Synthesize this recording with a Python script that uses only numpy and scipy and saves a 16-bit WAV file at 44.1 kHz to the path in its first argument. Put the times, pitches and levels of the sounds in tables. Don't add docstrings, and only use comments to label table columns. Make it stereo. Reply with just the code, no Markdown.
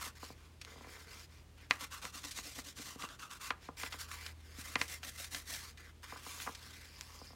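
import sys
import numpy as np
from scipy import signal
from scipy.fft import rfft, irfft, next_fast_len
from scipy.io import wavfile
from scipy.ndimage import uniform_filter1d

SR = 44100
rng = np.random.default_rng(int(sys.argv[2]) if len(sys.argv) > 2 else 0)


def generate_wav(sig):
    pcm = np.round(np.clip(np.atleast_2d(sig).T, -1, 1) * 32767).astype(np.int16)
    wavfile.write(sys.argv[1], SR, pcm)


N = 324135
TIME = np.arange(N) / SR
HIT_SIZE = 4096


def scuffs(level_db):
    # start in seconds, length in seconds, place of the peak from 0 to 1, relative level in dB,
    # share passed on to the table in dB.
    strokes = [(-0.02, 0.14, 0.37, -48.5, -12.5), (1.696, 0.1, 0.18, -55, -2),
               (1.791, 0.092, 0.43, -48.5, -8.5), (1.903, 0.12, 0.17, -52, -17),
               (2.013, 0.11, 0.4, -50, -5), (2.121, 0.12, 0.36, -49.5, -11), (2.228, 0.1, 0.24, -46.5, -8),
               (2.34, 0.099, 0.45, -46.5, -17), (2.427, 0.095, 0.45, -48, -10.5),
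               (2.508, 0.048, 0.3, -52.5, -12), (2.54, 0.098, 0.46, -47.5, -8.5),
               (2.637, 0.099, 0.35, -49.5, -11), (2.75, 0.16, 0.26, -50, -10),
               (2.857, 0.14, 0.13, -51.5, -10), (2.983, 0.093, 0.56, -50, -5),
               (3.062, 0.11, 0.67, -58.5, -3), (3.185, 0.105, 0.43, -54, -12),
               (3.294, 0.1, 0.21, -52.5, -16), (3.392, 0.14, 0.49, -49, -33),
               (4.572, 0.089, 0.25, -51.5, -19), (4.639, 0.2, 0.14, -52.5, -7.5),
               (4.775, 0.1, 0.43, -48.5, -4.5), (4.866, 0.13, 0.54, -48.5, -14),
               (5.021, 0.12, 0.39, -48, -9.5), (5.134, 0.043, 0.6, -56, -21.5),
               (5.171, 0.13, 0.24, -47.5, -15), (5.305, 0.15, 0.22, -47, -9),
               (5.452, 0.19, 0.37, -46.5, -14.5)]
    # frequency in Hz, relative density in dB.
    foam_rasp = [(1900, -6), (2700, -3.5), (3100, -1.5), (4100, 1.5), (4800, -1), (5800, 1.5), (7000, -1),
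                 (8800, -6), (11000, -54)]
    paper_edge = [(650, -40), (800, 2), (920, 3.5), (1070, 13), (1450, 10), (1750, 0), (2100, -15),
                  (2700, 8), (3150, -3), (3600, 1.5), (4400, -19)]
    paper_sheet = [(1000, -17), (1500, 2), (1850, 13), (2250, 7.5), (2700, 0), (3300, -56)]
    fibre_air = [(7000, -15), (9000, -6), (12000, -9), (15800, -13.5)]
    table_rub = [(120, -1.5), (220, -6), (300, 9), (400, -8.5), (540, 5.5), (720, 1), (1000, -8)]
    # time in seconds, ring of the edge against the rasp in dB.
    edge_freedom = [(0.0, 0.5), (1.94, 1.5), (2.15, -4.5), (2.42, -13), (2.82, -11.5), (3.06, 5), (3.48, 0),
                    (4.78, -6), (5.0, -11)]
    # time in seconds, curl from 0 to 1.
    edge_curl = [(0.0, 0.9), (1.9, 0.6), (2.2, 0), (3.3, 0.2), (3.5, 0.5), (4.6, 1), (5.6, 0.9)]
    brush_db, brush_stretch = -25.5, 1.18
    force, table_force = np.zeros((2, N))
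    for start, length, peak, db, table_db in strokes:
        phase = swing(length, peak)
        pressure = np.abs(np.sin(np.pi * phase)) * np.interp(phase, [.5, 1], [1, .4])
        brush = np.abs(np.sin(np.pi * swing(length * brush_stretch, peak=.9)))
        push = np.sqrt(2) * pressure ** 3
        add(force, start, pressure * from_db(db))
        add(force, start, brush * from_db(db + brush_db))
        add(table_force, start, push * from_db(db + table_db))
    edge_db = np.interp(TIME, *np.transpose(edge_freedom))
    curl = np.interp(TIME, *np.transpose(edge_curl))
    rasp = noise(foam_rasp)
    edge = from_db(edge_db) * noise(paper_edge)
    sheet = from_db(-10 + 5.5 * curl) * noise(paper_sheet)
    air = from_db(-8 + 4.5 * curl) * noise(fibre_air)
    rub = force * (rasp + edge + sheet + air) + table_force * noise(table_rub)
    roughness = grain(catch_db=1.07, catches_per_s=1900, judder_db=2.03, judders_per_s=140)
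    return from_db(level_db) * rub * roughness


def sliding(body_db, hiss_db, air_db):
    # start in seconds, length in seconds, relative level in dB, extra body and extra air in dB.
    slides = [(0.15, 0.045, -60, -1, 2), (0.189, 0.15, -55, -2, -0.5), (0.31, 0.26, -70.5, 0.5, 9),
              (0.593, 0.34, -61.5, -4.5, 1), (0.861, 0.21, -57.5, -3, 2), (1.06, 0.2, -56, -1, -0.5),
              (1.175, 0.091, -55.5, -5.5, -2.5), (1.285, 0.15, -66, -1.5, 4), (1.567, 0.11, -65.5, 3.5, 2),
              (3.606, 0.097, -59, 0, -3), (3.766, 0.13, -49.5, 4, -1), (3.896, 0.095, -55, 1.5, 3.5),
              (3.981, 0.078, -47.5, 0, -3), (4.048, 0.035, -59.5, -0.5, -2), (4.075, 0.12, -52.5, 3.5, 1),
              (4.172, 0.16, -55, 4, 1.5), (4.344, 0.75, -64.5, 1, 7), (4.537, 0.05, -59.5, -2.5, 3),
              (5.587, 0.15, -54, -1.5, -1), (5.765, 0.16, -63.5, 3, 4), (6.028, 0.043, -55.5, 5.5, 0),
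              (6.06, 0.18, -55.5, 3, 0), (6.202, 0.36, -51.5, 1.5, 1.5), (6.487, 0.53, -57.5, 0.5, 0.5),
              (6.913, 0.47, -59.5, 0, 4)]
    # frequency in Hz, relative density in dB.
    colour = [(250, -10), (480, -11.5), (700, -14), (930, 1), (1100, 2.5), (1450, -1), (2150, 0),
              (2700, -0.5), (4500, 3.5), (5150, 4), (5800, -1), (6900, -2), (8200, -10), (16000, -18)]
    usual_db, body_growth, air_growth = -54, 0.74, 1.7
    rub = noise(colour)
    body = cut(rub, 2500, "low", order=4)
    hiss = cut(cut(noise(colour), 2500, "high", order=4), 8000, "low", order=4)
    air = cut(rub, 8000, "high", order=4)
    power = np.zeros((3, N))
    for start, length, db, extra_body_db, extra_air_db in slides:
        speed = np.abs(np.sin(np.pi * swing(length, peak=0.33))) ** 0.69
        vigour_db = db - usual_db
        levels = (body_db + body_growth * vigour_db + extra_body_db,
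                  hiss_db + vigour_db,
                  air_db + air_growth * vigour_db + extra_air_db)
        for band_power, band_db in zip(power, levels):
            add(band_power, start, (speed * from_db(usual_db + band_db)) ** 2)
    out = np.sum(np.sqrt(power) * [rms_one(band) for band in (body, hiss, air)], axis=0)
    return out * grain(catch_db=2.0, catches_per_s=1700, judder_db=1.5, judders_per_s=69)


def knocks(knock_db, tap_db, dab_db):
    # time in seconds, relative level in dB, low and high edge in Hz,
    # chatter in seconds, bending-wave lag in seconds, ring of the handle in dB.
    handle_knocks = [(1.7093, -25, 860, 4100, 0.00045, 0.00075, 9.5),
                     (2.051, -42.5, 100, 7700, 0.0014, 0.0019, 1),
                     (2.386, -45, 150, 8050, 0.0014, 0.002, -1),
                     (2.587, -48.5, 100, 8000, 0.0011, 0.00274, -12),
                     (3.504, -32, 1200, 4080, 0.0023, 0.0018, -11),
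                     (3.8304, -39, 398, 4570, 0.0036, 0.0027, -1),
                     (4.7545, -29.5, 200, 4180, 0.0016, 0.00255, 8),
                     (4.813, -31, 250, 4940, 0.0025, 0.0011, 12)]
    # time in seconds, relative level in dB,
    # low and high edge in Hz, chatter in seconds.
    taps = [(0.061, -51.5, 80, 1200, 0.0055), (0.228, -48, 150, 1100, 0.004), (0.301, -52, 150, 730, 0.002),
            (2.794, -52, 300, 362, 0.0022), (2.957, -52, 150, 503, 0.0019),
            (3.037, -46, 59.6, 1100, 0.0019), (3.6856, -44.5, 200, 1030, 0.0022),
            (3.938, -48, 200, 1960, 0.003), (4.584, -52.5, 100, 294, 0.0017),
            (6.122, -47.5, 600, 1040, 0.0041), (6.156, -51, 1000, 1300, 0.00406),
            (6.262, -50, 200, 1260, 0.0041), (6.4621, -48, 700, 1100, 0.0038),
            (6.472, -39, 990, 1390, 0.003), (6.486, -48, 200, 1300, 0.0046)]
    # time in seconds, relative level in dB.
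    dabs = [(0.758, -56), (0.779, -58), (0.808, -54.5), (0.845, -56), (0.869, -55), (7.214, -52),
            (7.304, -58.5), (7.331, -57.5)]
    out = np.zeros(N)
    for start, db, *touch in handle_knocks:
        add(out, start, blow(db + knock_db, *touch))
    for start, db, *touch in taps:
        add(out, start, blow(db + tap_db, *touch, lag_s=0.00325, handle_db=1))
    for start, db in dabs:
        dab = blow(db + dab_db, low_hz=302, high_hz=800, chatter_s=0.00062, lag_s=0.00545, handle_db=1)
        add(out, start, dab)
    return out


def blow(db, low_hz, high_hz, chatter_s, lag_s, handle_db):
    # frequency in Hz, bandwidth in Hz, gain in dB.
    table_modes = [(146, 46, -1), (277, 95, 0), (346, 94, -10.5), (500, 240, -8.5), (690, 170, -15),
                   (815, 130, -5.5), (1030, 106, 3.5), (1203, 72, 3.5), (1407, 62, -2), (1640, 80, -3)]
    handle_modes = [(1970, 440, -4.5), (2460, 330, -10.5), (4080, 860, -14.5), (6500, 3400, -14)]
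    hz = np.fft.rfftfreq(HIT_SIZE, 1 / SR) + 1
    body = ringing(table_modes, hz) + from_db(handle_db) * ringing(handle_modes, hz)
    force = bounces(chatter_s, rebound=0.5, count=3)
    force = cut(cut(force, low_hz, "high", order=1), high_hz, "low", order=3)
    delay_s = lag_s * np.maximum(np.sqrt(1000 / hz) - np.sqrt(500 / high_hz), 0)
    travel = np.exp(-2j * np.pi * np.cumsum(delay_s) * SR / HIT_SIZE)
    return at_level(irfft(rfft(force) * body * travel), db)


def ringing(modes, hz):
    return sum(from_db(db) / (1 + 1j * (hz ** 2 - mode_hz ** 2) / (hz * width))
               for mode_hz, width, db in modes)


def bounces(chatter_s, rebound, count):
    turn = -2j * np.pi * np.fft.rfftfreq(HIT_SIZE)
    force = 1
    for gap in np.ceil(rng.uniform(.4, 1.6, count) * chatter_s * SR / count):
        delay = np.exp(turn * gap)
        force = force * (rebound + delay) / (1 + rebound * delay)
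    return irfft(force)


def snaps(level_db, spread):
    # time in seconds, relative level in dB, band centre in Hz, crumple time in seconds.
    paper_snaps = [(0.6143, -46.5, 2900, 0.0036), (0.649, -50.5, 2400, 0.0007), (1.8095, -51, 2600, 0.0016),
                   (1.8485, -56, 2600, 0.00042), (1.9238, -53, 1700, 0.0018), (2.033, -51, 2000, 0.0013),
                   (2.2406, -46.5, 2000, 0.0017), (2.31, -42, 4100, 0.0095), (2.7868, -50, 2700, 0.0043),
                   (3.0226, -46, 2410, 0.002), (3.089, -53, 2400, 0.0013), (3.1954, -54.5, 2490, 0.00073),
                   (3.312, -50, 2800, 0.0018), (3.771, -56.5, 2500, 0.0023), (3.8604, -44, 1700, 0.0041),
                   (3.9237, -41.5, 2110, 0.0058), (4.1151, -45.5, 2000, 0.0012),
                   (4.263, -42.5, 2410, 0.0031), (4.292, -56, 2000, 0.0023), (4.88, -49, 4500, 0.004),
                   (5.0315, -44, 1850, 0.0036), (5.2447, -47.5, 2800, 0.002), (5.347, -38.5, 2200, 0.0021),
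                   (5.5387, -44.5, 4000, 0.00088), (5.774, -54, 2380, 0.0051), (6.4009, -46, 2000, 0.0017),
                   (6.5492, -47, 3160, 0.0045), (7.0107, -44, 3500, 0.00025)]
    out = np.zeros(N)
    for start, db, hz, crumple_s in paper_snaps:
        crackle = contact(crumple_s, chatter_db=-6.5)
        crackle = cut(cut(crackle, hz / spread, "high", order=2), hz * spread, "low", order=2)
        add(out, start, at_level(crackle, db + level_db))
    return out


def contact(chatter_s, chatter_db):
    age = TIME[:HIT_SIZE] / chatter_s
    force = from_db(chatter_db) * rng.standard_normal(HIT_SIZE) * np.sqrt(age) * np.exp(-age)
    force[0] += 1
    return force


def crinkles(rubbing, level_db, per_s, spread_db):
    effort = np.sqrt(np.abs(uniform_filter1d(rubbing ** 2, size=882)))
    sizes = from_db(spread_db * np.minimum(rng.exponential(1, N), 3)) * rng.choice([-1, 1], N)
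    ticks = sizes * (rng.random(N) < per_s / SR) + 1e-18
    ticks = cut(cut(ticks, 830, "high", order=2), 9200, "low", order=1)
    return from_db(level_db) * effort * rms_one(ticks)


def pad_twist():
    # time in seconds, level in dB.
    envelope = [(.64, -85), (.68, -57), (.76, -72), (.87, -60.5), (.95, -60.5), (1.04, -65), (1.14, -60),
                (1.24, -81), (1.28, -88)]
    # frequency in Hz, relative density in dB.
    colour = [(250, -15), (430, 1), (560, -7), (700, -10), (1300, -3), (1800, -5), (2150, -1), (2700, -17),
              (4000, -28)]
    return soft_rub(envelope, colour)


def fingertip_glide():
    # time in seconds, level in dB.
    envelope = [(6.55, -83), (6.65, -83), (6.8, -75), (6.95, -68), (7.1, -69), (7.29, -61), (7.35, -87)]
    # frequency in Hz, relative density in dB.
    colour = [(3800, -28), (4700, -3), (5100, 2), (5500, -9), (6300, -20)]
    return soft_rub(envelope, colour)


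def soft_rub(envelope, colour):
    times, db = np.transpose(envelope)
    rub = np.interp(TIME, times, from_db(db), left=0, right=0) * noise(colour)
    return rub * grain(catch_db=3.5, catches_per_s=550, judder_db=2.5, judders_per_s=62)


def grain(catch_db, catches_per_s, judder_db, judders_per_s):
    return rms_one(from_db(catch_db * drift(catches_per_s) + judder_db * drift(judders_per_s)))


def swing(length_s, peak):
    elapsed = np.linspace(0, 1, round(length_s * SR))
    return np.interp(elapsed, [0, peak, 1], [0, .5, 1])


def near_echoes(x, echo_db, longest_s, moves_per_s):
    out = x.copy()
    for path in (.5, .75, 1):
        lag_s = longest_s * path * from_db(2.77 * drift(moves_per_s))
        out += from_db(echo_db) * np.interp(TIME - lag_s, TIME, x)
    return out / np.sqrt(1 + 3 * from_db(echo_db) ** 2)


def reflections(x, t60, onset_s, wall_hz, level_db):
    t = TIME[:SR // 2]
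    cloud = cut(rng.standard_normal(len(t)), wall_hz, "low", order=1)
    cloud *= from_db(-60 * t / t60) * (1 - np.exp(-(t / onset_s) ** 2))
    return from_db(level_db) * signal.fftconvolve(x, cloud / np.sqrt(np.sum(cloud ** 2)))[:N]


def background(noise_db, hum_db, hum_hz, waver_hz):
    # time in seconds, relative level of the hum in dB.
    hum_levels = [(0.0, -56.5), (1.0, -58.5), (1.8, -58), (2.75, -61.5), (3.23, -66.5), (3.7, -58.5),
                  (4.28, -52), (5.1, -56.5), (7.35, -59)]
    # frequency in Hz, level in dB.
    faint_tones = [(48.4, -70.5), (60, -70), (120, -70.5)]
    # frequency in Hz, relative density in dB.
    room_noise = [(22, -43), (36, -34), (46, -1), (62, -4.5), (100, -10.5), (150, -10), (250, -12.5),
                  (420, -16), (700, -22), (1100, -24), (3000, -26.5), (8000, -33.5), (16000, -41.5)]
    phase = 2 * np.pi * np.cumsum(hum_hz + waver_hz * drift(3.6)) / SR
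    hum = from_db(np.interp(TIME, *np.transpose(hum_levels)) + hum_db) * np.sin(phase)
    tones = sum(from_db(db) * np.sin(2 * np.pi * (hz * TIME + rng.random())) for hz, db in faint_tones)
    return np.sqrt(2) * (hum + tones) + from_db(noise_db) * noise(room_noise)


def noise(spectrum):
    size = next_fast_len(N)
    hz, db = np.transpose(spectrum)
    log_bins = np.log(np.fft.rfftfreq(size, 1 / SR) + 1)
    gain = from_db(np.interp(log_bins, np.log(hz), db, left=-np.inf, right=-np.inf))
    return rms_one(irfft(rfft(rng.standard_normal(size)) * gain, size)[:N])


def drift(per_s):
    knots = rng.standard_normal(N // 4)
    return rms_one(np.interp(TIME * per_s, np.arange(len(knots)), knots))


def at_level(hit, db, window_s=.01):
    return hit * from_db(db) * np.sqrt(window_s * SR / np.sum(hit ** 2))


def cut(x, hz, kind, order):
    return signal.sosfilt(signal.butter(order, hz, kind, fs=SR, output="sos"), x)


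def add(out, start_s, sound):
    at = round(start_s * SR)
    out[max(at, 0):at + len(sound)] += sound[max(-at, 0):N - at]


def from_db(db):
    return 10 ** (np.asarray(db) / 20)


def rms_one(x):
    return x / np.sqrt(np.mean(x ** 2) + 1e-20)


def scene():
    inking = near_echoes(scuffs(level_db=-0.33), echo_db=-13.5, longest_s=0.00108, moves_per_s=7)
    slides = sliding(body_db=-2.5, hiss_db=-2.0, air_db=-5.0)
    turning = near_echoes(slides, echo_db=-12.0, longest_s=0.000697, moves_per_s=6)
    rubbing = inking + turning
    work = rubbing + crinkles(rubbing, level_db=-11.5, per_s=130, spread_db=1.5)
    work += pad_twist() + fingertip_glide()
    work += knocks(knock_db=0.5, tap_db=2, dab_db=0.5) + snaps(level_db=-1, spread=1.87)
    desk = reflections(work, t60=0.048, onset_s=0.0017, wall_hz=2400, level_db=-15.0)
    room = reflections(work, t60=0.26, onset_s=0.01, wall_hz=900, level_db=-23)
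    floor = background(noise_db=-63.5, hum_db=-2.5, hum_hz=79.6, waver_hz=0.67)
    return np.tile(work + desk + room + floor, (2, 1))


def record(dry):
    return signal.sosfilt(signal.ellip(10, .1, 70, 15900, fs=SR, output="sos"), dry)


dry = scene()
out = record(dry)
generate_wav(out)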